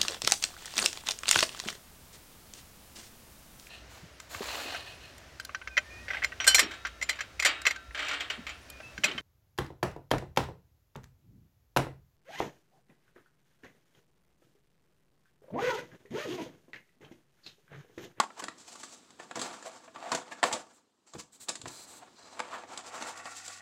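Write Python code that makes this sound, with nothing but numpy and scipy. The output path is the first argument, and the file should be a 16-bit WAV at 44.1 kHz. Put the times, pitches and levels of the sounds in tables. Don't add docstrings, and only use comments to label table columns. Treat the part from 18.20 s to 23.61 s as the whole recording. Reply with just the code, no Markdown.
import sys
import numpy as np
from scipy import signal
from scipy.io import wavfile
from scipy.ndimage import uniform_filter1d

SR = 44100
rng = np.random.default_rng(int(sys.argv[2]) if len(sys.argv) > 2 else 0)


def materialize(psi):
    bounded = np.clip(np.atleast_2d(psi).T, -1, 1)
    quanta = np.round(bounded * 32767).astype(np.int16)
    wavfile.write(sys.argv[1], SR, quanta)


N = 238801

# pitch in Hz, level in dB, ring time in seconds.
CASE_NOTES = [(236, -23, 0.061), (738, -16, 0.025), (850, -23, .04), (1107, -2, 0.045), (1510, -23, 0.017),
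              (2060, -22.5, .025), (3390, -19.5, 0.014), (4385, -5, 0.004), (8400, -29, 0.024)]
# time in seconds, level in dB.
HISS_LEVELS = [(0.9, -60.5), (2.4, -65), (2.72, -71), (3.1, -68), (3.5, -59.5), (5.4, -66)]
# middle in seconds, half width in seconds,
# drag level in dB, hiss level in dB, pitch of the rubbed panel in Hz.
SCUFF_EVENTS = [ (0.036, 0.01, -39, -47, 820), (0.187, 0.017, -49, -55, 860),
                (0.202, 0.0063, -40, -39, 1010), (0.558, 0.0041, -47, -50, 1100),
                (0.638, 0.0052, -48, -59, 1160), (1.26, 0.037, -44.5, -49, 800),
                (1.468, 0.019, -44, -48, 645), (1.875, 0.064, -45, -56.5, 725),
                (1.972, 0.023, -43.5, -50.5, 714), (2.125, 0.011, -41.5, -51, 1730),
                (2.363, 0.02, -41, -56.5, 617), (2.998, 0.013, -51.5, -42, 1030),
                (3.485, 0.011, -71, -43.5, 915), (3.83, 0.017, -52.5, -65, 760),
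                (4.345, 0.027, -40.5, -53.5, 1063), (4.53, 0.025, -49.5, -70, 800),
                (4.678, 0.02, -51.5, -47.5, 817), (4.752, .024, -42.5, -47, 1115),
                (4.887, 0.028, -48, -44.5, 800), (4.978, 0.015, -54, -48.5, 1150),
                (5.185, 0.012, -54.5, -51.5, 1894), (5.285, 0.0099, -51, -49, 1417)]
# pitch in Hz, level in dB, ring time in seconds.
TRAY_NOTES = [(291.6, -6, 0.086), (498, 3, 0.48), (654, 0.5, 0.32), (718, -2.5, 0.13), (785, -30.5, 0.081),
              (899, 0.5, 0.15), (1140, -0.5, 0.056), (1236, -7.5, 0.33), (1370, -5.5, 0.11),
              (1625, -5, 0.38), (1693, 2.5, .18), (1830, -16, 0.041), (2220, -29.5, 0.14), (3900, -5, .2),
              (4660, -16.5, 0.12), (6530, -21, .12), (7350, -10.5, 0.077), (7480, -15, 0.1),
              (7470, 0.5, 0.047)]
# start in seconds, level in dB, panel pitch in Hz, sharpness in dB,
# panel ring time in seconds.
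SNAP_EVENTS = [ (0.104, -39.5, 1330, -30, 0.031), (0.222, -35, 1500, -12.5, 0.12),
               (0.239, -30, 1410, -5, 0.033), (0.283, -27.5, 1910, -14.5, 0.033),
               (0.632, -41, 1240, 0, 0.088), (0.905, -51, 1060, -3, .03),
               (0.998, -34.5, 1760, -17.5, 0.062), (1.111, -30, 700, -17.5, 0.031),
               (1.156, -29, 994, -8, 0.1), (1.171, -32.5, 668, -18, 0.092),
               (1.193, -31.5, 1020, -3.5, .085), (1.215, -28.5, 810, -2, 0.093),
               (1.311, -36.5, 1153, -15, 0.068), (1.425, -42, 1718, -5.5, 0.076),
               (1.678, -40.5, 660, -30, 0.051), (1.759, -33.5, 1170, -21, 0.058),
               (1.826, -36.5, 740, -41, 0.029), (1.917, -20, 1077, -9.5, 0.064),
               (1.927, -23.5, 980, -16, 0.13), (1.948, -23, 696, -6, 0.059), (2.229, -12, 1742, -17, 0.039),
               (2.238, -12.5, 1064, -15, 0.033), (2.25, -24, 511, -17, 0.1), (2.314, -29, 863, -21, 0.05),
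               (2.326, -28.5, 887, 0.5, 0.068), (2.333, -27, 663, -4, .085),
               (2.935, -41.5, 1083, -5.5, 0.065), (2.952, -40.5, 833, -17, 0.06),
               (3.285, -31.5, 1260, 1, 0.079), (3.292, -26.5, 880, -0.5, 0.02), (3.3, -33, 800, -5, 0.035),
               (3.354, -37, 1530, -0.5, 0.044), (3.415, -46, 1490, 5, 0.029),
               (3.456, -30.5, 996, -16.5, .055), (4.193, -26.5, 1530, -12, 0.023),
               (4.201, -21.5, 860, -16, 0.02), (4.436, -38, 817, -30, 0.047),
               (4.575, -36.5, 736, 1.5, 0.024), (4.823, -30.5, 765, -8, 0.042),
               (5.055, -32.5, 748, -12, 0.036), (5.279, -42.5, 800, 3.5, 0.027)]
# start in seconds, seconds until it fades, drag level in dB, hiss level in dB.
RUB_EVENTS = [ (0.375, .34, -61.5, -52), (0.987, 0.052, -54, -56), (1.146, 0.18, -46, -49),
              (1.334, 0.24, -53, -54.5), (1.74, .47, -54.5, -60), (2.228, 0.034, -39, -41.5),
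              (2.355, 0.11, -64, -60), (2.864, 0.12, -67, -60), (3.3, .06, -74, -62), (3.47, .32, -59, -70),
              (3.978, 0.16, -55, -57.5), (4.165, 0.23, -51.5, -60), (4.468, .22, -52, -56),
              (4.732, .26, -49.5, -52), (5.034, 0.3, -68, -47.5)]
# start in seconds, seconds until it fades, swish in dB, squeak in dB.
GLIDE_EVENTS = [(2.522, 0.057, -65, -86), (3.116, 0.044, -57, -85), (3.196, 0.041, -49.5, -72),
                (3.496, 0.15, -53, -56.5), (3.667, 0.12, -54.5, -65), (3.951, 0.2, -73, -62.5)]
# start in seconds, level in dB, pitch in Hz.
BUMP_EVENTS = [(2.948, -33.5, 334), (2.962, -38, 171.5), (2.982, -42, 172), (3.397, -49.5, 141),
               (3.436, -42, 114), (3.47, -39.5, 145)]
# pitch in Hz, base width in Hz, level in dB.
RIM_RESONANCES = [(2320, 150, -10), (4160, 380, 4), (4800, 330, 0), (5900, 370, -2)]
HOLDER_RESONANCES = [(748, 140, 0.5), (1134, 40, 1), (1407, 170, 2.5), (1900, 220, 2.5), (2170, 110, -5),
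                     (2600, 200, -3)]
# delay in seconds, gain (minus flips the wave).
NEAR_ECHOES = [(.0027, 0.002), (.0046, -0.0045), (.0083, 0.031), (0.0109, -0.042)]
# frequency in Hz, ring time in seconds.
ROOM_RING_TIMES = [(150, 0.32), (500, 0.22), (1500, 0.21), (4000, 0.19), (7500, 0.21), (12000, 0.22)]

# frequency in Hz, level in dB.
CLATTER_TONE = [(150, -24.5), (400, -15.5), (600, -11), (850, 0.5), (1200, -0.5), (1600, -3), (2100, -6.5),
                (2700, -17.5), (3600, -16), (9000, -47.5)]
CRACK_TONE = [(900, -42.5), (2200, -4.5), (3400, 5.5), (4800, 6), (5700, -1.5), (6800, 6), (7900, 6),
              (8800, -5), (10200, -6), (12000, -23.5), (15800, -25)]
HISS_TONE = [(25, -39.5), (70, -14.5), (150, -12), (260, -2.5), (600, -12.5), (1200, -12), (1900, -18),
             (4000, -16.5), (6000, -19), (7800, -17), (10000, -27), (15800, -34.5)]
DRAG_TONE = [(40, -41), (110, -16), (220, -1.5), (430, 0.5), (750, 6), (1100, 3.5), (1450, 1), (1900, -3.5),
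             (2700, -5), (4500, -9.5), (9000, -51)]
SKIN_TONE = [(700, -22.5), (2200, -0.5), (3300, -0.5), (4300, 2.5), (5600, 2.5), (6700, 4), (7700, 5),
             (8700, -2), (10000, -9), (12000, -14), (15800, -19)]
PANEL_TONE = [(150, -45), (350, -17), (520, 1.5), (1100, 1), (1900, -2), (2700, -7), (4200, -20),
              (9000, -59)]
THUD_TONE = [(25, -50), (60, -29.5), (100, -15.5), (150, -7.5), (260, 1), (480, -4.5), (750, -21.5),
             (2000, -38.5)]
SWISH_TONE = [(1500, -14), (2800, -16), (4100, -8), (5400, -13.5), (6500, -8), (7600, -0.5), (9000, -10),
              (10500, -15.5), (13000, -17.5), (15800, -20)]


def amp(db):
    return 10 ** (np.asarray(db) / 20)


def unit(x):
    return x / np.sqrt(np.mean(x ** 2) + 1e-20)


def look_up(table, hz):
    row_hz, value = np.transpose(table)
    return np.interp(np.log(hz + 1), np.log(row_hz + 1), value)


def add(mix, start, sound):
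    part = mix[max(round(start * SR), 0):][:len(sound)]
    part += sound[:len(part)]


def colour(x, tone, size=4096):
    log_gain = np.log(amp(look_up(tone, abs(np.fft.fftfreq(size, 1 / SR)))))
    response = np.exp(np.conj(signal.hilbert(log_gain)))
    taps = np.fft.ifft(response).real[:size // 2]
    return signal.oaconvolve(x, taps / np.linalg.norm(taps))[:len(x)]


def resonate(x, hz, width):
    return unit(signal.lfilter(*signal.iirpeak(hz, hz / width, fs=SR), x))


def fade(t, t60):
    return np.exp(-np.log(1000) * t / np.maximum(t60, 1e-3))


def swell(start, rise_s):
    return np.clip((np.arange(N) / SR - start) / rise_s, 0, 1)


def stroke(start, length, rise_s, t60):
    since_end = np.maximum(np.arange(N) / SR - start - length, 0)
    return swell(start, rise_s) * fade(since_end, t60)


def burst(t, t60, tone, grit):
    kicks = rng.standard_normal(len(t)) * np.exp(grit * rng.standard_normal(len(t)))
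    sound = colour(kicks * fade(t, t60), tone)
    return sound / np.linalg.norm(sound) * np.sqrt(SR / 200)


def slips(per_s, spread_db, smooth):
    sizes = amp(spread_db * np.minimum(rng.exponential(1, N), 4))
    kicks = sizes * rng.choice([-1, 1], N) * (rng.random(N) < per_s / SR)
    return unit(unit(kicks) + smooth * rng.standard_normal(N))


def catching(depth_db, catch_s):
    wander = unit(uniform_filter1d(rng.standard_normal(N), int(catch_s * SR)))
    return unit(amp(depth_db * wander))


def scrape(resonances, per_s, smooth, widen=1.1):
    judder = slips(per_s, spread_db=3, smooth=smooth)
    ring = np.zeros(N)
    for hz, width, db in resonances:
        band = resonate(judder, hz, width * widen)
        ring += amp(db) * resonate(band, hz, width * widen)
    return unit(ring)


def case_clack(start=0.0002, low_cut_hz=190):
    t = np.arange(SR // 5) / SR
    ring = sum(amp(db) * fade(t, t60) * np.sin(2 * np.pi * hz * t) for hz, db, t60 in CASE_NOTES)
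    clatter = amp(-20) * burst(t, t60=0.067, tone=CLATTER_TONE, grit=0.36)
    rattle = amp(-25) * burst(t, t60=0.044, tone=CRACK_TONE, grit=1)
    out = np.zeros(N)
    add(out, start, amp(-12) * ring + clatter + rattle)
    return signal.sosfilt(signal.butter(4, low_cut_hz, "high", fs=SR, output="sos"), out)


def hiss():
    level_db = np.interp(np.arange(N) / SR, *np.transpose(HISS_LEVELS))
    return amp(level_db) * colour(rng.standard_normal(N), HISS_TONE)


def scuffs():
    t, out = np.arange(N) / SR, np.zeros(N)
    crinkle = slips(per_s=1200, spread_db=1, smooth=0.46)
    drag = colour(crinkle, DRAG_TONE)
    fizz = colour(slips(per_s=2700, spread_db=5, smooth=0.67), SKIN_TONE)
    for middle, half_width, drag_db, hiss_db, hz in SCUFF_EVENTS:
        near = abs(t - middle) < 3 * half_width
        hollow = resonate(crinkle[near], hz, width=hz / 9)
        body = amp(-5) * unit(drag[near]) + amp(-4) * hollow
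        touch = np.exp(-((t[near] - middle) / half_width) ** 2)
        out[near] += touch * (amp(drag_db) * body + amp(hiss_db - 1) * fizz[near])
    return out


def tray(x):
    t = np.arange(SR // 2) / SR
    ring = np.zeros(len(t))
    for hz, db, t60 in TRAY_NOTES:
        fall = fade(t, t60)
        ring += amp(db) * 2 * fall / fall.sum() * np.cos(2 * np.pi * hz * t)
    return x + amp(-1) * signal.oaconvolve(x, ring)[:N]


def snap(db, hz, sharp_db, t60, usual_t60=0.056, thud_limit_db=-36.5, rise_s=0.00043):
    t = np.arange(SR // 5) / SR
    panel = amp(-9) * burst(t, t60, PANEL_TONE, grit=0.5)
    note = amp(-11 - 0.26 * sharp_db) * np.sin(2 * np.pi * hz * t) * fade(t, t60 * 0.95)
    thud_db = min(-15 + 7.5 * np.log2(t60 / usual_t60), thud_limit_db - db)
    thud = amp(thud_db) * burst(t, t60 * 1.74, THUD_TONE, grit=0.49)
    crack = amp(sharp_db - 1) * burst(t, t60, CRACK_TONE, grit=0.47)
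    crease_hz = np.interp(sharp_db, [-20.5, -3.5], [2190, 7280])
    crease_tone = [(crease_hz / 2, -45), (crease_hz * 0.9, -3), (crease_hz * 1.07, 0),
                   (crease_hz * 1.5, -35), (SR, -70)]
    crease = amp(sharp_db - 7) * burst(t, t60=0.038, tone=crease_tone, grit=0.148)
    return amp(db) * (panel + note + thud + crack + crease) * (1 - np.exp(-t / rise_s))


def snaps(creak_s=0.009):
    t = np.arange(N) / SR
    out, strain = np.zeros((2, N))
    for start, db, hz, sharp_db, t60 in SNAP_EVENTS:
        add(out, start, snap(db, hz, sharp_db, t60))
        creak_db = min(db, -28.5) - 27
        strain += amp(creak_db) * np.exp(-abs(t - start) / creak_s)
    creak = colour(slips(per_s=1300, spread_db=4, smooth=0.99), DRAG_TONE)
    return out + strain * creak


def rubbing():
    drag_gain, hiss_gain = np.zeros((2, N))
    for start, length, drag_db, hiss_db in RUB_EVENTS:
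        contact = stroke(start, length, rise_s=0.0086, t60=0.57)
        drag_gain = np.maximum(drag_gain, contact * amp(drag_db - 1))
        hiss_gain = np.maximum(hiss_gain, contact * amp(hiss_db - 3))
    grip = catching(depth_db=3.5, catch_s=0.025)
    crinkle = slips(per_s=700, spread_db=1, smooth=0.76)
    fizz = unit(slips(per_s=3800, spread_db=0, smooth=0.78) + 0.35 * crinkle)
    return grip * (drag_gain * colour(crinkle, DRAG_TONE) + hiss_gain * colour(fizz, SKIN_TONE))


def ticks(per_s=8.8, spread_db=2, low_hz=650, high_hz=1754):
    out = np.zeros(N)
    for start, length, drag_db, _ in RUB_EVENTS:
        for when, size, pitch in rng.random((round(per_s * length), 3)):
            db = drag_db + 9 + spread_db * (2 * size - 1)
            hz = low_hz + pitch * (high_hz - low_hz)
            add(out, start + when * length, snap(db, hz, sharp_db=-12.5, t60=0.031))
    return out


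def glides():
    swish = colour(slips(per_s=11000, spread_db=3.5, smooth=1), SWISH_TONE)
    squeak = scrape(RIM_RESONANCES, per_s=3000, smooth=0.85)
    out = np.zeros(N)
    for start, length, swish_db, squeak_db in GLIDE_EVENTS:
        contact = stroke(start, length, rise_s=0.015, t60=0.083)
        out += contact * (amp(swish_db) * swish + amp(squeak_db) * squeak)
    return out


def bumps(t60=0.05, rise_s=0.00036):
    t, out = np.arange(SR // 5) / SR, np.zeros(N)
    for start, db, hz in BUMP_EVENTS:
        note = np.sin(2 * np.pi * hz * t) * fade(t, t60) * (1 - np.exp(-t / rise_s))
        knock = amp(-7) * burst(t, t60, THUD_TONE, grit=0.12)
        add(out, start, amp(db) * (note + knock))
    return out


def hum(hz=97, db=-70.5):
    wave = np.sqrt(2) * np.sin(2 * np.pi * hz * np.arange(N) / SR)
    return amp(db) * swell(start=3.35, rise_s=1.96) * wave


def holder_lift(db=-50.5):
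    contact = swell(start=4.61, rise_s=0.12) * catching(depth_db=4, catch_s=0.03)
    return amp(db) * contact * scrape(HOLDER_RESONANCES, per_s=770, smooth=0.35)


def room(x, walls_db, build_s=0.0098):
    hz, t, bands = signal.stft(rng.standard_normal(SR // 2), SR, nperseg=256)
    bands = bands * fade(t, look_up(ROOM_RING_TIMES, hz)[:, None]) * (1 - np.exp(-t / build_s))
    tail = signal.istft(bands, SR, nperseg=256)[1]
    out = x + amp(walls_db) * signal.oaconvolve(x, tail / np.linalg.norm(tail))[:N]
    for delay, gain in NEAR_ECHOES:
        add(out, delay, gain * x)
    return out


def suppress_noise(x, threshold_db=-87, depth_db=-9):
    bands = signal.stft(x, nperseg=512, noverlap=384)[2]
    power = uniform_filter1d(abs(bands) ** 2, size=5, axis=-1)
    power = abs(uniform_filter1d(power, size=7, axis=-2))
    least = amp(depth_db)
    gain = least + (1 - least) * power / (power + amp(threshold_db) ** 2)
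    return signal.istft(bands * gain, nperseg=512, noverlap=384)[1][:, :N]


def scene():
    ringing_tray = tray(snaps() + rubbing() + scuffs() + ticks())
    handling = room(ringing_tray + holder_lift() + glides() + bumps(), walls_db=-9)
    clack = room(case_clack(), walls_db=-17)
    return (handling + clack + hiss() + hum())[None]


def record(dry, low_cut_hz=60, high_cut_hz=15900):
    thin = signal.sosfilt(signal.butter(2, low_cut_hz, "high", fs=SR, output="sos"), dry)
    treble_cut = signal.firwin(511, high_cut_hz, window=("kaiser", 9), fs=SR)
    return signal.oaconvolve(suppress_noise(thin), treble_cut[None], "same")


dry = scene()
out = record(dry)
materialize(out)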